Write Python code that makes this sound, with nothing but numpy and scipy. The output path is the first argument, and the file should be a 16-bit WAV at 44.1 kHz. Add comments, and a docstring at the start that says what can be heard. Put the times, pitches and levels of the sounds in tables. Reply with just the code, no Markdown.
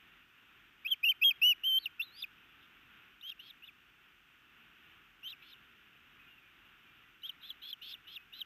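"""Young osprey begging at the nest

A chick begs while an adult feeds it: one bout of loud, clear whistles, then three softer, hoarse bouts.
Its calls leap between a low and a high register; at times both sides of the syrinx sound at once.
A nest camera hears it in open air over faint hiss and a far songbird. The camera's coarse sampling
mirrors every sound into the top treble."""
import sys
import numpy as np
from scipy import signal
from scipy.fft import rfft, irfft, next_fast_len
from scipy.io import wavfile
from scipy.ndimage import uniform_filter1d

SR = 44100
rng = np.random.default_rng(int(sys.argv[2]) if len(sys.argv) > 2 else 0)


def to_wav(sig):
    """Store sig (one row per channel, or 1-D mono) as 16-bit WAV at the path in sys.argv[1].

    Samples outside -1..1 are clipped; the rate is SR.
    """
    pcm = np.clip(np.atleast_2d(sig), -1, 1) * 32767
    pcm = np.round(pcm).astype(np.int16)
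    wavfile.write(sys.argv[1], SR, pcm.T)  # frames by channels


N = 372644

# Outdoor hush spectrum: freq_hz, gain_db
HUSH_SPECTRUM = [(24, -32.5), (40, 1), (59, -7), (131, -5.5), (280, -6), (361, -7), (484, -16), (635, -19),
                 (700, -14.5), (975, -12.5), (1410, -0.5), (2080, -6), (2740, 0), (3590, -11),
                 (4200, -27.5), (5460, -55.5), (9240, -120)]
# Electronic hiss spectrum: freq_hz, gain_db
ELECTRONIC_SPECTRUM = [(3000, -33), (4200, -3.5), (6000, -2.5), (7200, -7.5), (9000, -10.5), (11500, -15),
                       (13500, -6), (15500, -6.5)]
# Clear whistles, one contour each; pitch steps are register leaps: time_s, pitch_hz, level_db
WHISTLES = [
    [(0.845, 2187, -60.5), (0.851, 2343, -41.5), (0.868, 2645, -31.5), (0.876, 2740, -43.5),
     (0.877, 3285, -43), (0.892, 3270, -40.5), (0.899, 3060, -50), (0.907, 3470, -39), (0.923, 3140, -24.0),
     (0.938, 3020, -33.5), (0.941, 2470, -45), (0.948, 2160, -51)],
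    [(1.029, 2360, -63.5), (1.031, 2407, -40.5), (1.043, 2573, -24), (1.049, 2650, -28.5),
     (1.05, 3070, -35), (1.051, 2850, -27.5), (1.054, 2880, -28.5), (1.083, 2700, -27.0),
     (1.096, 3102, -24.5), (1.107, 3098, -25.5), (1.115, 2995, -33.5), (1.117, 2560, -41),
     (1.12, 2440, -30.5), (1.13, 2180, -55)],
    [(1.212, 2375, -50), (1.22, 2482, -30.5), (1.235, 2683, -22.0), (1.24, 2670, -31), (1.241, 3353, -28),
     (1.249, 3270, -22), (1.296, 3222, -25.0), (1.306, 3010, -37.5), (1.307, 2690, -35.5),
     (1.312, 2550, -26), (1.326, 2210, -53)],
    [(1.414, 2460, -52.0), (1.42, 2592, -27), (1.436, 2810, -23.5), (1.473, 2978, -24), (1.5, 2964, -24.5),
     (1.521, 2800, -26.5), (1.532, 2454, -38), (1.537, 2340, -57)],
    [(1.633, 2674, -64.5), (1.637, 2820, -35), (1.646, 3043, -34), (1.676, 3154, -29), (1.712, 3066, -30.5),
     (1.784, 3137, -26.5), (1.79, 3400, -41.5), (1.791, 4370, -58.5), (1.826, 4450, -60),
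     (1.848, 4190, -58), (1.857, 3710, -50.5), (1.858, 2970, -28), (1.866, 2730, -35.5),
     (1.879, 2320, -52.5)],
    [(1.994, 2620, -53), (2.0, 2625, -32.0), (2.018, 2775, -34.0), (2.019, 3890, -53), (2.037, 4120, -60),
     (2.091, 3860, -60.5), (2.113, 4000, -69), (2.168, 4680, -57.5), (2.205, 4980, -52.5),
     (2.222, 4670, -54.5), (2.223, 3940, -44.5), (2.23, 3470, -34), (2.238, 3670, -50), (2.239, 2680, -42),
     (2.243, 2560, -35.5), (2.253, 2260, -56)],
]
# Other side of the syrinx, below two high whistles: time_s, pitch_hz, level_db
SECOND_VOICE = [
    [(1.812, 3970, -69.5), (1.816, 4110, -69.5), (1.836, 4020, -52.5), (1.855, 3530, -52)],
    [(2.019, 3490, -42), (2.027, 3530, -38.0), (2.045, 3730, -58), (2.056, 3550, -66)],
]
# Overtone strength by pitch: pitch_hz, gain_db
OVERTONE_BY_PITCH = [(2300, -22.5), (2700, -33), (2960, -29), (3130, -37.5), (3350, -38.5), (3700, -40),
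                     (4400, -32.5)]
# Extra overtone strength from call to call: time_s, gain_db
OVERTONE_BY_TIME = [(.86, -0.5), (1.1, -3.5), (1.47, 4), (1.7, -2.5), (2.2, 2), (3.3, 7), (3.65, -6),
                    (5.28, 7), (7.25, 2), (8.4, 1)]
# Rasp spectrum: freq_hz, gain_db
RASP_SPECTRUM = [(2000, -36.5), (2650, -6), (3050, -7.5), (3450, 2), (3950, -11), (4500, -35), (5100, -22),
                 (6000, -33), (8000, -42.5)]
# Hoarse calls, levels before throat gain and swell: start_s, break_s, close_s, low_hz, high_hz, close_hz,
# open_db, broken_db, high_db, rasp_db, cleared_db, close_db
HOARSE_CALLS = [(2.603, 2.613, 2.660, 3400, 3730, 2930, -72, -72, -74, -66.5, -72, -72),
                (3.222, 3.278, 3.317, 3264, 3940, 2990, -46.5, -43, -63, -50.5, -52, -42),
                (3.390, 3.404, 3.512, 3280, 4360, 3010, -45, -61.5, -59, -58.5, -49, -60),
                (3.619, 3.648, 3.685, 3070, 3890, 2760, -49, -67, -64.5, -65, -55.5, -44),
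                (5.228, 5.28, 5.326, 3200, 3940, 2940, -42, -54, -46, -55, -50, -40.5),
                (5.422, 5.427, 5.538, 3100, 4360, 3100, -44, -65, -59.5, -60, -52, -57),
                (7.229, 7.261, 7.292, 3430, 3810, 3310, -42, -62, -53, -54, -50, -37.5),
                (7.429, 7.431, 7.503, 3690, 4110, 3480, -50, -54.5, -52, -58.5, -43, -39.5),
                (7.618, 7.634, 7.728, 3465, 4280, 3405, -49, -52.5, -45, -52, -47, -38.5),
                (7.813, 7.827, 7.944, 3300, 4410, 3084, -43.5, -57.5, -46.5, -47, -45, -45.5),
                (8.066, 8.081, 8.168, 3345, 4270, 2924, -49.5, -58, -54.5, -53, -43.5, -38),
                (8.321, 8.341, 8.414, 3160, 4060, 3270, -48, -59, -47, -56.5, -40.5, -37)]
# Throat resonance: pitch_hz, gain_db
THROAT = [(2400, -8.5), (2900, -4), (3450, 3.5), (3900, -7), (4250, -14), (4600, -12.5)]
# Shrill rasp at the height of a call: freq_hz, gain_db
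SHRILL_SPECTRUM = [(3800, -32), (4600, -6.5), (5000, 4.5), (5400, -4), (6300, -21.5), (9000, -30.5)]
# Squeaks around the hoarse calls: start_s, first_hz, last_hz, level_db
SQUEAKS = [(3.210, 3480, 3950, -51.5), (7.220, 3630, 4100, -57.5), (7.313, 4040, 3580, -61),
           (7.413, 3700, 4200, -59), (7.521, 4120, 3670, -59), (7.617, 3600, 4250, -52)]
# Far songbird's slurred whistles: start_s, end_s, first_hz, last_hz, level_db
SONGBIRD_NOTES = [(4.878, 4.97, 2380, 2320, -75), (5.332, 5.54, 2285, 2360, -69.5),
                  (6.19, 6.302, 2560, 2430, -64), (6.27, 6.428, 2880, 2630, -63.5),
                  (6.35, 6.53, 2540, 2350, -69), (6.42, 6.602, 2274, 2130, -77),
                  (6.843, 6.951, 2450, 2330, -72), (7.027, 7.11, 2010, 1930, -73),
                  (8.173, 8.238, 2570, 2550, -65.5)]
# Strength of the sampling image: freq_hz, gain_db
MIRROR_RESPONSE = [(8000, -15), (10500, -18.5), (11800, -12.5), (12700, -18.5), (13500, -19.5),
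                   (14500, -29), (15500, -36.5)]

OVERLAP_S = 0.0081  # high voice and rasp enter this long before the break
CLEAR_LEAD_S, CLEAR_RAMP_S = 0.013, 0.0022  # the voice clears just before the close
OPEN_ROUGH, BROKEN_ROUGH, HIGH_ROUGH, CLOSE_ROUGH = 0.28, 0.44, 0.39, 0.33  # roughness, 0-1


def amp(db):
    """Decibels to gain."""
    return 10 ** (np.asarray(db) / 20)


def unit(x):
    """Scale to rms 1."""
    return x / np.sqrt(np.mean(np.abs(x) ** 2) + 1e-20)


def gain_at(points, hz):
    """Gain from (freq_hz, gain_db) points on a log frequency axis."""
    freq_hz, gain_db = np.transpose(points)
    return amp(np.interp(np.log(hz + 1), np.log(freq_hz + 1), gain_db))


def filtered(x, response):
    """Apply the gain response(hz)."""
    size = next_fast_len(len(x) + SR // 4)
    return irfft(rfft(x, size) * response(np.fft.rfftfreq(size, 1 / SR)), size)[:len(x)]


def noise(spectrum):
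    """Shaped noise, rms 1."""
    return unit(filtered(rng.standard_normal(N), lambda hz: gain_at(spectrum, hz)))


def flutter(width_hz):
    """Low-passed random curve, rms 1."""
    return unit(filtered(rng.standard_normal(N), lambda hz: 1 / (1 + (hz / width_hz) ** 2)))


def complex_flutter(width_hz):
    """Random amplitude and phase."""
    return flutter(width_hz) + 1j * flutter(width_hz)


def span(start_s, end_s, attack_s, release_s):
    """Sample indices i, progress u (0-1) and fade of one note."""
    i = np.arange(round(start_s * SR), min(round(end_s * SR), N))
    fade_in = np.sin(np.pi / 2 * np.clip((i - i[0]) / SR / attack_s, 0, 1)) ** 2
    fade_out = np.clip((i[-1] - i) / SR / release_s, 0, 1)
    return i, np.linspace(0, 1, len(i)), fade_in * fade_out


def hiss(hush_db=-63, drift_db=1.2, electronic_db=-81):
    """Gently drifting outdoor hush over thin electronic hiss."""
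    hush = amp(hush_db + drift_db * flutter(width_hz=2)) * noise(HUSH_SPECTRUM)
    return hush + amp(electronic_db) * noise(ELECTRONIC_SPECTRUM)


def partials(phase, multiples, levels_db):
    """Partials locked to one phase."""
    return sum(amp(db) * np.exp(1j * k * phase) for k, db in zip(multiples, levels_db))


def syrinx(notes, chaos_hz=190, jitter=0.0038, wander=0.018, wander_hz=55):
    """Near-pure notes (i, pitch_hz, gain, rough); roughness shakes pitch and strength."""
    out = np.zeros(N)
    chaos = unit(complex_flutter(chaos_hz))
    waver = flutter(wander_hz)
    doubling = unit(complex_flutter(wander_hz))
    for i, pitch_hz, gain, rough in notes:
        ragged_hz = pitch_hz * (1 + (jitter + wander * rough) * waver[i])
        phase = 2 * np.pi * np.cumsum(ragged_hz) / SR
        # a pressed voice adds overtones and intermittent period doubling
        harmonics = partials(phase, [2, 3], levels_db=[0.5, -25.5])
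        subharmonics = doubling[i] * partials(phase, [.75, 1.5, 2.5], levels_db=[-13.5, -24.5, -28.5])
        press_db = np.interp(i / SR, *np.transpose(OVERTONE_BY_TIME))
        press = amp(press_db) * gain_at(OVERTONE_BY_PITCH, pitch_hz)
        tone = np.exp(1j * phase) + press * (harmonics + subharmonics)
        shake = np.sqrt(1 - rough ** 2) + rough * chaos[i]
        out[i] += np.sqrt(2) * gain * np.real(shake * tone)
    return out


def whistles(leap_s=0.0019, swell_s=0.0035):
    """Clear calls that leap registers: steadier when blown harder, rasping when strained high."""
    soft_rough, loud_rough, firm_db, firm_span_db = .25, .025, -36, 6
    strain_hz, strain_span_hz, strain_db = 4550, 150, -2.5
    notes, strain = [], np.zeros(N)
    for contour in [*WHISTLES, *SECOND_VOICE]:
        time_s, hz, db = np.transpose(contour)
        i, _, fade = span(time_s[0], time_s[-1], attack_s=0.0015, release_s=0.0016)
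        pitch_hz = uniform_filter1d(np.interp(i / SR, time_s, hz), size=round(leap_s * SR))
        level_db = uniform_filter1d(np.interp(i / SR, time_s, db), size=round(swell_s * SR))
        firmness = (1 + np.tanh((level_db - firm_db) / firm_span_db)) / 2
        rough = soft_rough + (loud_rough - soft_rough) * firmness
        notes.append((i, pitch_hz, fade * amp(level_db), rough))
        strain[i] = amp(level_db + strain_db) * np.clip((pitch_hz - strain_hz) / strain_span_hz, 0, 1)
    return syrinx(notes) + strain * rasp()


def ground_scatter(x, level_db=-36, t60_s=0.61, build_s=0.027):
    """Faint tail scattered back by the ground far below the nest."""
    t = np.arange(SR) / SR
    tail = rng.standard_normal(SR) * amp(-60 * t / t60_s) * (1 - np.exp(-t / build_s))
    return amp(level_db) * signal.fftconvolve(x, tail / np.linalg.norm(tail))[:N]


def rasp():
    """Chaotic vibration in the throat's resonance, limited by the membranes' swing; rms 1."""
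    swing = signal.hilbert(noise(RASP_SPECTRUM))
    return unit(np.real(swing) / np.sqrt(1 + np.abs(swing) ** 2 / 2))


def low_voice(start_s, break_s, end_s, top_hz, open_db, broken_db):
    """One side of the syrinx slides up to pitch, then turns ragged at the break."""
    sag, rise_s, handover_s = .2, 0.022, 0.014
    i, _, fade = span(start_s, end_s, attack_s=0.0064, release_s=0.0037)
    pitch_hz = top_hz * (1 - sag * np.exp(-(i / SR - start_s) / rise_s))
    broken = np.clip((i / SR - break_s) / handover_s, 0, 1)
    gain = amp(open_db + (broken_db - open_db) * broken) * gain_at(THROAT, pitch_hz)
    rough = OPEN_ROUGH + (BROKEN_ROUGH - OPEN_ROUGH) * broken
    return i, pitch_hz, fade * gain, rough


def high_voice(break_s, close_s, top_hz, close_hz, high_db, cleared_db):
    """The other side arches above the throat's resonance and clears as it falls back."""
    sag, rise_s, fall_power, leap_ratio, swell_db = .15, .016, 7.2, 1.09, 8.5
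    i, u, fade = span(break_s - OVERLAP_S, close_s, attack_s=0.0056, release_s=0.0023)
    rising_hz = top_hz * (1 - sag * np.exp(-(i - i[0]) / SR / rise_s))
    pitch_hz = rising_hz - (top_hz - leap_ratio * close_hz) * u ** fall_power
    cleared = np.clip((i / SR - close_s + CLEAR_LEAD_S) / CLEAR_RAMP_S, 0, 1)
    level_db = (1 - cleared) * (high_db + swell_db * (u - .5)) + cleared * cleared_db
    rough = HIGH_ROUGH + (CLOSE_ROUGH - HIGH_ROUGH) * cleared
    return i, pitch_hz, fade * amp(level_db) * gain_at(THROAT, pitch_hz), rough


def closing_chirp(close_s, close_hz, close_db, length_s=0.018, fall_hz_per_s=33500, fall_db=12.5):
    """The voice snaps back to a low note that sinks and dies."""
    i, u, fade = span(close_s, close_s + length_s, attack_s=0.0017, release_s=0.003)
    pitch_hz = close_hz - fall_hz_per_s * length_s * u
    gain = amp(close_db - fall_db * u ** 2) * gain_at(THROAT, pitch_hz)
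    return i, pitch_hz, fade * gain, CLOSE_ROUGH


def hoarse_calls(rasp_swell_db=4):
    """Low voice, high voice, closing chirp. Rasp swells in the break, shriller in higher calls."""
    shrill_ref_db, shrill_ref_hz, shrill_db_per_hz = -6.5, 5090, .01
    crest_at, crest_width = 0.77, .22  # fractions of the rasp's length
    notes, rasp_gain, shrill_gain = [], np.zeros(N), np.zeros(N)
    for (start_s, break_s, close_s, low_hz, high_hz, close_hz,
         open_db, broken_db, high_db, rasp_db, cleared_db, close_db) in HOARSE_CALLS:
        clear_s = close_s - CLEAR_LEAD_S + CLEAR_RAMP_S
        notes += [low_voice(start_s, break_s, clear_s, low_hz, open_db, broken_db),
                  high_voice(break_s, close_s, high_hz, close_hz, high_db, cleared_db),
                  closing_chirp(close_s, close_hz, close_db)]
        i, u, fade = span(break_s - OVERLAP_S, clear_s, attack_s=.006, release_s=.004)
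        rasp_gain[i] = fade * amp(rasp_db + rasp_swell_db * (u - 1.5))
        crest = np.exp(-((u - crest_at) / crest_width) ** 2)
        shrill_db = rasp_db + shrill_ref_db + shrill_db_per_hz * (high_hz - shrill_ref_hz)
        shrill_gain[i] = fade * crest * amp(shrill_db)
    return syrinx(notes) + rasp_gain * rasp() + shrill_gain * noise(SHRILL_SPECTRUM)


def squeaks(length_s=0.014, decay_db_per_s=602, rough=0.28):
    """Brief glides as the syrinx tightens before a call or slackens after it."""
    notes = []
    for start_s, first_hz, last_hz, level_db in SQUEAKS:
        i, u, fade = span(start_s, start_s + length_s, attack_s=0.0029, release_s=0.0062)
        pitch_hz = first_hz + (last_hz - first_hz) * u
        gain = fade * amp(level_db - decay_db_per_s * length_s * u)
        notes.append((i, pitch_hz, gain, rough))
    return syrinx(notes)


def songbird(blur=0.99, blur_hz=30):
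    """Thin, distant glides, blurred by arriving over many paths."""
    out = np.zeros(N)
    paths = unit(1 + blur * complex_flutter(blur_hz))
    for start_s, end_s, first_hz, last_hz, level_db in SONGBIRD_NOTES:
        i, u, fade = span(start_s, end_s, attack_s=0.013, release_s=0.028)
        phase = 2 * np.pi * np.cumsum(first_hz + (last_hz - first_hz) * u) / SR
        out[i] += np.sqrt(2) * amp(level_db) * fade * np.real(paths[i] * np.exp(1j * phase))
    return out


def scene():
    """Chick close by in open air, songbird far off; mono."""
    chick = whistles() + hoarse_calls() + squeaks()
    return (chick + ground_scatter(chick) + songbird() + hiss())[None]


def record(dry, camera_rate_hz=16000, band_limit_hz=15450):
    """Coarse sampling mirrors each frequency about half the camera's rate; a hard low-pass follows."""
    x = dry[0]
    image = 2 * x * np.cos(2 * np.pi * camera_rate_hz * np.arange(N) / SR)
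    x = x + filtered(image, lambda hz: gain_at(MIRROR_RESPONSE, hz))
    return filtered(x, lambda hz: hz < band_limit_hz)[None]


dry = scene()
out = record(dry)
to_wav(out)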